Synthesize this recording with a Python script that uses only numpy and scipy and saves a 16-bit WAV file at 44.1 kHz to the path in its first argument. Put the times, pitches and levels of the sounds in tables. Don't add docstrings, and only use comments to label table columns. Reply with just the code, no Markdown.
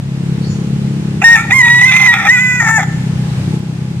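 import sys
import numpy as np
from scipy import signal
from scipy.fft import rfft, irfft
from scipy.io import wavfile
from scipy.ndimage import uniform_filter1d

SR = 44100
rng = np.random.default_rng(int(sys.argv[2]) if len(sys.argv) > 2 else 0)


def field_ratio(decibels):
    return 10 ** (np.asarray(decibels, dtype=float) / 20)


def waveform_to_disk(signal):
    frames = np.transpose(np.atleast_2d(signal))
    scaled = np.clip(frames, -1, 1) * 32767
    samples = np.round(scaled).astype(np.int16)
    wavfile.write(sys.argv[1], SR, samples)


N = 176400
T = np.arange(N) / SR


def evened(x):
    return x / np.sqrt(np.mean(x ** 2) + 1e-20)


def read(points, hz):
    f, value = np.transpose(points)
    return np.interp(np.log(hz + 1), np.log(f + 1), value)


def track(points, column=1):
    columns = np.transpose(points)
    return np.interp(T, columns[0], columns[column])


def wander(rate_hz):
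    hz = np.fft.rfftfreq(N, 1 / SR)[:8000]
    a, b = rng.standard_normal((2, 8000))
    return evened(irfft((a + 1j * b) * (hz > 0) / (1 + (hz / rate_hz) ** 2), N))


def bell(hz, centre_hz, width_hz):
    return 1 / (1 + (2 * (hz - centre_hz) / width_hz) ** 2)


def resonate(x, hz, width_hz):
    turn = np.exp(2j * np.pi * np.cumsum(hz * np.ones(N)) / SR)
    r = np.exp(-np.pi * width_hz / SR)
    return 2 * (turn * signal.lfilter([(1 - r) ** 2], [1, -2 * r, r * r], x / turn)).real


def echoes(x, t60_s, gap_s):
    t = T[:SR]
    taps = np.zeros((2, SR))
    at = np.arange(0, SR - 20, 20) + rng.integers(0, 20, (2, (SR - 1) // 20))
    np.put_along_axis(taps, at, rng.choice([-1., 1.], at.shape), 1)
    taps *= field_ratio(-60 * t / t60_s) * np.clip((t - gap_s) / 0.03, 0, 1)
    return signal.fftconvolve(x[None], taps / np.linalg.norm(taps[0]), axes=1)[:, :N]


# hz, density_db
HISS = [(40, -68), (130, -4.5), (300, -21), (620, -32), (1200, -35), (2600, -36.5), (8500, -46.5),
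        (15500, -67)]
# hz, correlation
SAME = [(60, 1), (240, 0.96), (950, 0.26), (3770, -0.35), (15000, 0.32)]


def hiss():
    level_db, patch_db = -16.5, -0.5
    frames, hz = N // 256 + 5, np.fft.rfftfreq(1024, 1 / SR)
    a, b, c, d, patches = rng.standard_normal((frames, 513, 5)).T
    patches = evened(uniform_filter1d(uniform_filter1d(patches, 12, 0), 14, 1))
    same = np.clip(read(SAME, hz), -1, 1)[:, None]
    left = a + 1j * b
    right = same * left + np.sqrt(1 - same ** 2) * (c + 1j * d)
    z = np.array([left, right]) * field_ratio(read(HISS, hz)[:, None] + patch_db * patches)
    noise = evened(signal.istft(z, nperseg=1024, noverlap=768)[1][:, :N])
    return field_ratio(level_db + track(ENGINE, 2) + 12) * noise


# start_s, brightness_db_per_octave, level_db
ENGINE = [(0, -4.5, -21.5), (0.299, 2, -18), (1.199, 1.5, -17.5), (1.5, -13.5, -12), (2.199, -2, -17.5),
          (2.9, -9, -14.5), (3.102, -3.5, -16), (3.379, -13, -14.5), (3.55, 1, -15), (3.61, -0.5, -19.5),
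          (4, -3, -20)]
# start_s, firing_hz
FIRING = [(0, 34.1), (1.2, 34.25), (1.6, 33.2), (2.1, 32.2), (3.6, 31.9), (4, 32.8)]
# hz, level_db
EXHAUST = [(34, -64), (68, -26.5), (136, 5), (205, 1), (240, -16), (310, -13), (480, -23.5), (700, -60)]
# start_s, lag_s
ENGINE_LAG = [(0, .00023), (1.0, .00023), (1.4, 0), (2.6, -.0001), (3.0, .0001), (4, .00013)]


def engine():
    drift_db, drift_hz, spread_rad, disperse_rad = 1.6, 1.2, .4, .035
    whine_hz, whine_width_hz, whine_db, whine_swell_db = 828, 66, -30, 1.5
    bass_lean_db = 1.9
    hz, tilt = track(FIRING), track(ENGINE, 1)
    turns = 2 * np.pi * np.cumsum(hz) / SR
    throb = np.zeros(N)
    for k in range(1, 21):
        order_db = read(EXHAUST, k * hz) + tilt * np.log2(k / 4) + drift_db * wander(drift_hz)
        phase = k * turns - disperse_rad * k * k + spread_rad * wander(drift_hz)
        throb += field_ratio(order_db) * np.cos(phase)
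    whine = evened(resonate(rng.standard_normal(N), whine_hz, whine_width_hz))
    x = evened(throb) + field_ratio(whine_db + whine_swell_db * wander(1.6)) * whine
    x = x * field_ratio(track(ENGINE, 2))
    lag = track(ENGINE_LAG)
    both = np.array([np.interp(T - lag / 2, T, x), np.interp(T + lag / 2, T, x)])
    return both * field_ratio([[bass_lean_db / 2], [-bass_lean_db / 2]])


# start_s, length_s, from_hz, to_hz, level_db
CHIRPS = [
    (0.401, 0.046, 3650, 5850, -41.5),
    (0.432, 0.098, 4340, 6780, -47.5),
    (0.467, 0.022, 6960, 6690, -37.5),
    (0.786, 0.026, 4430, 3300, -49),
    (3.26, 0.016, 4760, 3770, -41),
]


def birds():
    x = np.zeros(N)
    for start_s, length_s, from_hz, to_hz, level_db in CHIRPS:
        u = np.clip((T - start_s) / length_s, 0, 1)
        whistle = np.sin(2 * np.pi * np.cumsum(from_hz + (to_hz - from_hz) * u) / SR)
        x += field_ratio(level_db) * np.sin(np.pi * u) * wander(150) * whistle
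    return .5 * x + field_ratio(11) * echoes(x, t60_s=0.47, gap_s=0.0029)


def tick():
    start_s, level_db, decay_s = 3.592, -32, 0.0014
    u = np.maximum(T - start_s, 0)
    return field_ratio(level_db) * (u > 0) * np.exp(-u / decay_s) * rng.standard_normal((2, N))


def yard(crow):
    return field_ratio(-12) * echoes(crow, t60_s=0.7, gap_s=0.02)


def scatter(close):
    high_pass = signal.butter(2, 4500, "high", fs=SR)
    treble = signal.lfilter(*high_pass, close.mean(0))
    return field_ratio(-2) * echoes(treble, t60_s=.03, gap_s=0.00033)


# start_s, strongest_partial_hz, tone_db, half_pitch_db, rasp_db
FIRST = [
    (1.209, 1393, -50.5, -22, -60),
    (1.22, 1395, -31, -36, -8),
    (1.239, 1624, -24, -41, -24.5),
    (1.243, 1846, -2.5, -21, -38),
    (1.334, 1878, -3, -15, -33.5),
    (1.355, 1810, -4, -44, -16),
    (1.372, 1754, -12, -2.5, -19),
    (1.402, 1830, -18.5, 8.5, -24),
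    (1.489, 1860, -27, -13, -38),
]
SECOND = [
    (1.497, 1632, -43, -16, -32),
    (1.511, 1636, -29, 8.5, -13),
    (1.52, 1888, -5.5, -10, -28.5),
    (1.543, 2133, -6, -45, -30.5),
    (1.585, 2116, -7, -57, -52),
    (1.625, 1930, -3, -45, -44),
    (1.674, 1907, -6, -27, -38),
    (1.719, 1921, -5.5, -46, -37.5),
    (1.77, 1939, -4.5, -40, -52),
]
THIRD = [
    (1.814, 1952, -5.5, -36, -31.5),
    (1.844, 1970, -1.5, -52, -43.5),
    (1.862, 2062, -4, -31, -31.5),
    (1.895, 2058, -8, -2.5, -39.5),
    (1.918, 2038, -6, -25, -29),
    (1.999, 2083, -6.5, -36, -26.5),
    (2.07, 2024, -7, -32, -25),
    (2.095, 1916, -4, -39, -40),
    (2.125, 1910, -9, -26, -25.5),
]
FOURTH = [
    (2.146, 1881, -19.5, 9, -16),
    (2.21, 1844, -19.5, -0.5, -18),
    (2.26, 1560, -41, 12, -9),
    (2.274, 1812, -13, -30, -7.5),
    (2.297, 1875, 0, -25, -45),
    (2.323, 2045, -7.5, -14, -53.5),
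    (2.38, 1937, -10.5, 4, -34),
    (2.409, 2031, -10, -8, -43.5),
    (2.517, 1987, -13, 0.5, -48.5),
    (2.597, 1983, -15.5, 3, -45.5),
]
LAST = [
    (2.603, 1858, -7.5, -5, -25.5),
    (2.64, 1815, -14, 1, -20),
    (2.693, 1783, -10.5, -6.5, -26),
    (2.74, 1779, -9, -11, -35.5),
    (2.777, 1749, -8, -13.5, -43),
    (2.793, 1587, -23.5, -6.5, -11),
    (2.809, 1412, -25, -9, -18.5),
    (2.85, 1372, -55, -0.5, -6),
]
# start_s (centre), half_length_s, rasp_db, pitch_slip_hz, tone_dip_db
STUMBLES = [(1.546, 0.0066, -35.5, -3, 6), (1.626, 0.0064, -39.5, -16.5, 8.5), (1.658, 0.0075, -22, 0.5, 2),
            (1.685, 0.0069, -19.5, -1, 2.5), (1.703, 0.003, -26, 1.5, -3.5),
            (1.746, 0.0071, -27.5, 10, 1.5), (1.794, 0.006, -24, 16.5, 1), (1.817, 0.0043, -23, 1, -3),
            (1.827, .005, -35.5, 92.5, 3.5), (1.856, .004, -24, 87, 8.5), (1.924, 0.0081, -18, 0, 1),
            (1.942, 0.0067, -16.5, -48, 3.5), (1.968, 0.0063, -20, 0.5, 2.5),
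            (2.004, .006, -24.5, 0.5, 1.5), (2.035, 0.0059, -20.5, 2, 2.5), (2.056, 0.0087, -20, -0.5, 0.5),
            (2.073, 0.0072, -20, -1, -0.5), (2.133, .012, -14, -2, -1.5), (2.624, 0.0081, -14.5, 0, 3),
            (2.685, 0.017, -13, 2, 0)]


def syrinx():
    wobble, shake = 0.002, .024
    course = np.array(FIRST + SECOND + THIRD + FOURTH + LAST)
    top_hz, tone_db, half_db, rasp_db = (track(course, i) for i in range(1, 5))
    lapse = np.array([np.exp(-((T - at_s) / half_s) ** 2) for at_s, half_s, *_ in STUMBLES])
    _, _, lapse_db, slip_hz, dip_db = np.transpose(STUMBLES)
    rasp_db = 20 * np.log10(field_ratio(rasp_db) + field_ratio(lapse_db) @ lapse)
    tone_db = tone_db - dip_db @ lapse
    rough = np.sqrt(np.minimum(field_ratio(rasp_db - tone_db), .5))
    hz = (top_hz + slip_hz @ lapse) / 4
    hz = hz * (1 + wobble * wander(60) + shake * rough * wander(120))
    return hz, tone_db, half_db, rasp_db, rough


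# start_s, resonance_hz, level_db
BEAK, BEAK_WIDTH_HZ = [(1.2, 7100, -5.5), (1.601, 6770, -11.5), (1.9, 6227, -13.5), (2.2, 5920, -16.5),
                       (2.35, 7200, -8), (2.6, 6864, -3), (2.85, 7070, -4)], 720
# start_s, level_db
GULLET, GULLET_HZ, GULLET_WIDTH_HZ = [(1.2, -4.5), (1.55, 5), (1.7, 13.5), (2.1, 9.5), (2.28, -2),
                                      (2.4, 2.5), (2.75, -26), (2.82, -1)], 3640, 330
# start_s, resonance_hz, level_db
MOUTH, MOUTH_WIDTH_HZ = [(1.221, 2636, 14), (1.27, 2430, 7.3), (1.7, 2480, 13.4), (1.88, 2558, 12.4),
                         (1.93, 2510, 16.7), (2.27, 2450, 3.4), (2.33, 2550, 9.9), (2.588, 2463, 4.8),
                         (2.62, 2101, 3.6), (2.8, 2180, 0.91)], 326


def cavities():
    beak = field_ratio(track(BEAK, 2)) / np.sqrt(BEAK_WIDTH_HZ)
    gullet = field_ratio(track(GULLET)) / np.sqrt(GULLET_WIDTH_HZ)
    mouth = field_ratio(track(MOUTH, 2)) / np.sqrt(MOUTH_WIDTH_HZ)
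    return (track(BEAK), beak), (GULLET_HZ, gullet), (track(MOUTH), mouth)


# hz, level_db
TRACT = [(850, -1.5), (1050, -11.5), (1400, -0.5), (1900, 8), (2500, -6), (3700, -10.5), (7000, -1),
         (15000, -5.5)]
# resonance_hz, width_hz, level_db
PIPE = [(803, 103, 3), (1296, 214, 2.5), (1967, 533, 7), (5000, 3500, -8.5), (9400, 8300, -15.5)]
# start_s, level_db
LOWEST = [(1.235, 6.5), (1.26, -3), (1.5, 4), (1.7, 8), (1.8, 2), (2.1, 4.5), (2.3, -4.5), (2.58, 2),
          (2.62, 0.5), (2.77, -1.5), (2.8, 3.5)]
# start_s, level_db
THIRDS = [(1.645, -62), (1.66, -25), (1.70, -23), (1.715, -60), (1.9, -60), (1.915, -17), (2.0, -28),
          (2.08, -16), (2.095, -60)]


def voice(hz, tone_db, half_db, rough):
    flutter_db, throb_db, shake_db, smear_rad = 2, 1.0, 2.5, .3
    quarter_s, quarter_length_s, quarter_depth = 3.5, 0.033, 0.56
    (beak_hz, beak), (gullet_hz, gullet), (mouth_hz, mouth) = cavities()
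    grid = np.arange(0., 20000, 20)
    pipe = sum(field_ratio(db) / np.sqrt(w) * bell(grid, f, w) for f, w, db in PIPE)
    pipe = pipe * field_ratio(read(TRACT, grid))

    def windpipe(f):
        return np.interp(f, grid, pipe)

    def cavity(f):
        return mouth * field_ratio(read(TRACT, 2500)) * bell(f, mouth_hz, MOUTH_WIDTH_HZ) ** 1.66

    turns, x = 2 * np.pi * np.cumsum(hz) / SR, np.zeros(N)
    lowest_db = track(LOWEST)
    for k in range(2, 31):
        f = k * hz
        way = windpipe(f) + (k > 4) * cavity(f)
        way += beak * field_ratio(read(TRACT, 7000)) * bell(f, beak_hz, BEAK_WIDTH_HZ)
        way += gullet * field_ratio(read(TRACT, 3700)) * bell(f, gullet_hz, GULLET_WIDTH_HZ)
        line_db = k % 2 * half_db + (k == 2) * lowest_db + (abs(k - 4) > 1) * flutter_db * wander(41)
        phase = k * turns + k * k + smear_rad * rough * (k - 4) * wander(104)
        x += way * field_ratio(line_db) * np.cos(phase)
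    thirds_db = track(THIRDS) + 1.3 * wander(49)
    for k in (2, 4, 5, 7, 8, 10, 11):
        f = k * hz * 2 / 3
        line = np.cos(k * turns * 2 / 3 + 0.49 * wander(49))
        x += (windpipe(f) + cavity(f)) * field_ratio(thirds_db + 1.3 * wander(40)) * line
    level_db = tone_db + throb_db * wander(45) + shake_db * rough * wander(106)
    x *= np.sqrt(2) * field_ratio(level_db) / windpipe(4 * hz)
    quarter = np.exp(-((T - quarter_s) / quarter_length_s) ** 2)
    return x * (1 + quarter_depth * quarter * np.cos(turns / 2))


def rasp(hz):
    jitter, lump_db, gullet_db = 0.27, 2.2, -6
    (beak_hz, beak), (gullet_hz, gullet), (mouth_hz, mouth) = cavities()
    beats = np.cumsum(2 * hz * field_ratio(8.7 * jitter * wander(400))) / SR
    pulses = np.diff(np.floor(beats), prepend=0) * (1 + .5 * rng.standard_normal(N))
    drive = evened(pulses - pulses.mean()) + .5 * rng.standard_normal(N)
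    drive = drive * field_ratio(lump_db * wander(120))
    x = np.zeros(N)
    for k, (f, w, db) in enumerate(PIPE):
        x += (-1) ** k * field_ratio(db) * resonate(drive, f, w) / np.sqrt(w)
    x -= mouth * resonate(drive, mouth_hz, MOUTH_WIDTH_HZ)
    x += beak * resonate(drive, beak_hz, BEAK_WIDTH_HZ)
    x -= field_ratio(gullet_db) * gullet * resonate(drive, gullet_hz - 120, 2 * GULLET_WIDTH_HZ)
    return evened(x)


def rooster():
    breath_db, release_s = -31.5, .03
    hz, tone_db, half_db, rasp_db, rough = syrinx()
    gate = (T > FIRST[0][0]) * np.clip((LAST[-1][0] - T) / release_s, 0, 1)
    noise = rasp(hz) * (field_ratio(rasp_db) + field_ratio(tone_db + breath_db))
    return gate * (voice(hz, tone_db, half_db, rough) + noise)


# hz, level_db
LEAN = [(900, 3), (1720, 6), (1880, 2), (2140, -7.5), (2600, -11), (3800, 2), (7000, 14.5), (12000, 5.5)]
# dip_hz, width_hz, depth_db
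NOTCHES = [(4400, 400, 8)]


def ports(crow):
    port_lag_s, bowed_s = .00008, 1.98
    hz = np.fft.rfftfreq(N, 1 / SR)

    def dip(f, width_hz, depth_db):
        return field_ratio(-depth_db * np.exp(-((hz - f) / width_hz) ** 2))

    bowed = np.clip((T - bowed_s) / .1, 0, 1)
    z = rfft(crow * (1 - bowed)) + rfft(crow * bowed) * dip(10080, 642, 16.4)
    z = z * dip(*NOTCHES[0]) * dip(3080, 300, 6)
    half = field_ratio(read(LEAN, hz) / 2) * np.exp(1j * np.pi * hz * port_lag_s)
    even_power = np.sqrt(2 / (abs(half) ** 2 + abs(half) ** -2))
    return irfft(z * np.array([half, 1 / half]) * even_power, N)


def ducking(crow):
    from_db, share, recover_db_per_s = -28.5, 0.29, 85
    power_db = 10 * np.log10(abs(uniform_filter1d(crow ** 2, 400)) + 1e-12)
    fall_db = T * recover_db_per_s
    held_db = np.maximum.accumulate(power_db + fall_db) - fall_db
    over_db = np.maximum(held_db - from_db, 0)
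    return 1 / field_ratio(share * uniform_filter1d(over_db, 200))


def scene():
    crow = rooster()
    background = hiss() + engine() + birds() + tick() + yard(crow)
    close = ports(crow)
    return close + scatter(close) + background * ducking(crow)


def top_cut(x):
    return signal.sosfilt(signal.butter(12, 15740, fs=SR, output="sos"), x)


def record(dry):
    edge_hz, overload = 15700, 1.0
    low_pass = signal.firwin(511, edge_hz, window=("kaiser", 9), fs=SR)
    x = signal.oaconvolve(dry, low_pass[None], "same")
    return top_cut(np.clip(x, -overload, overload))


dry = scene()
out = record(dry)
waveform_to_disk(out)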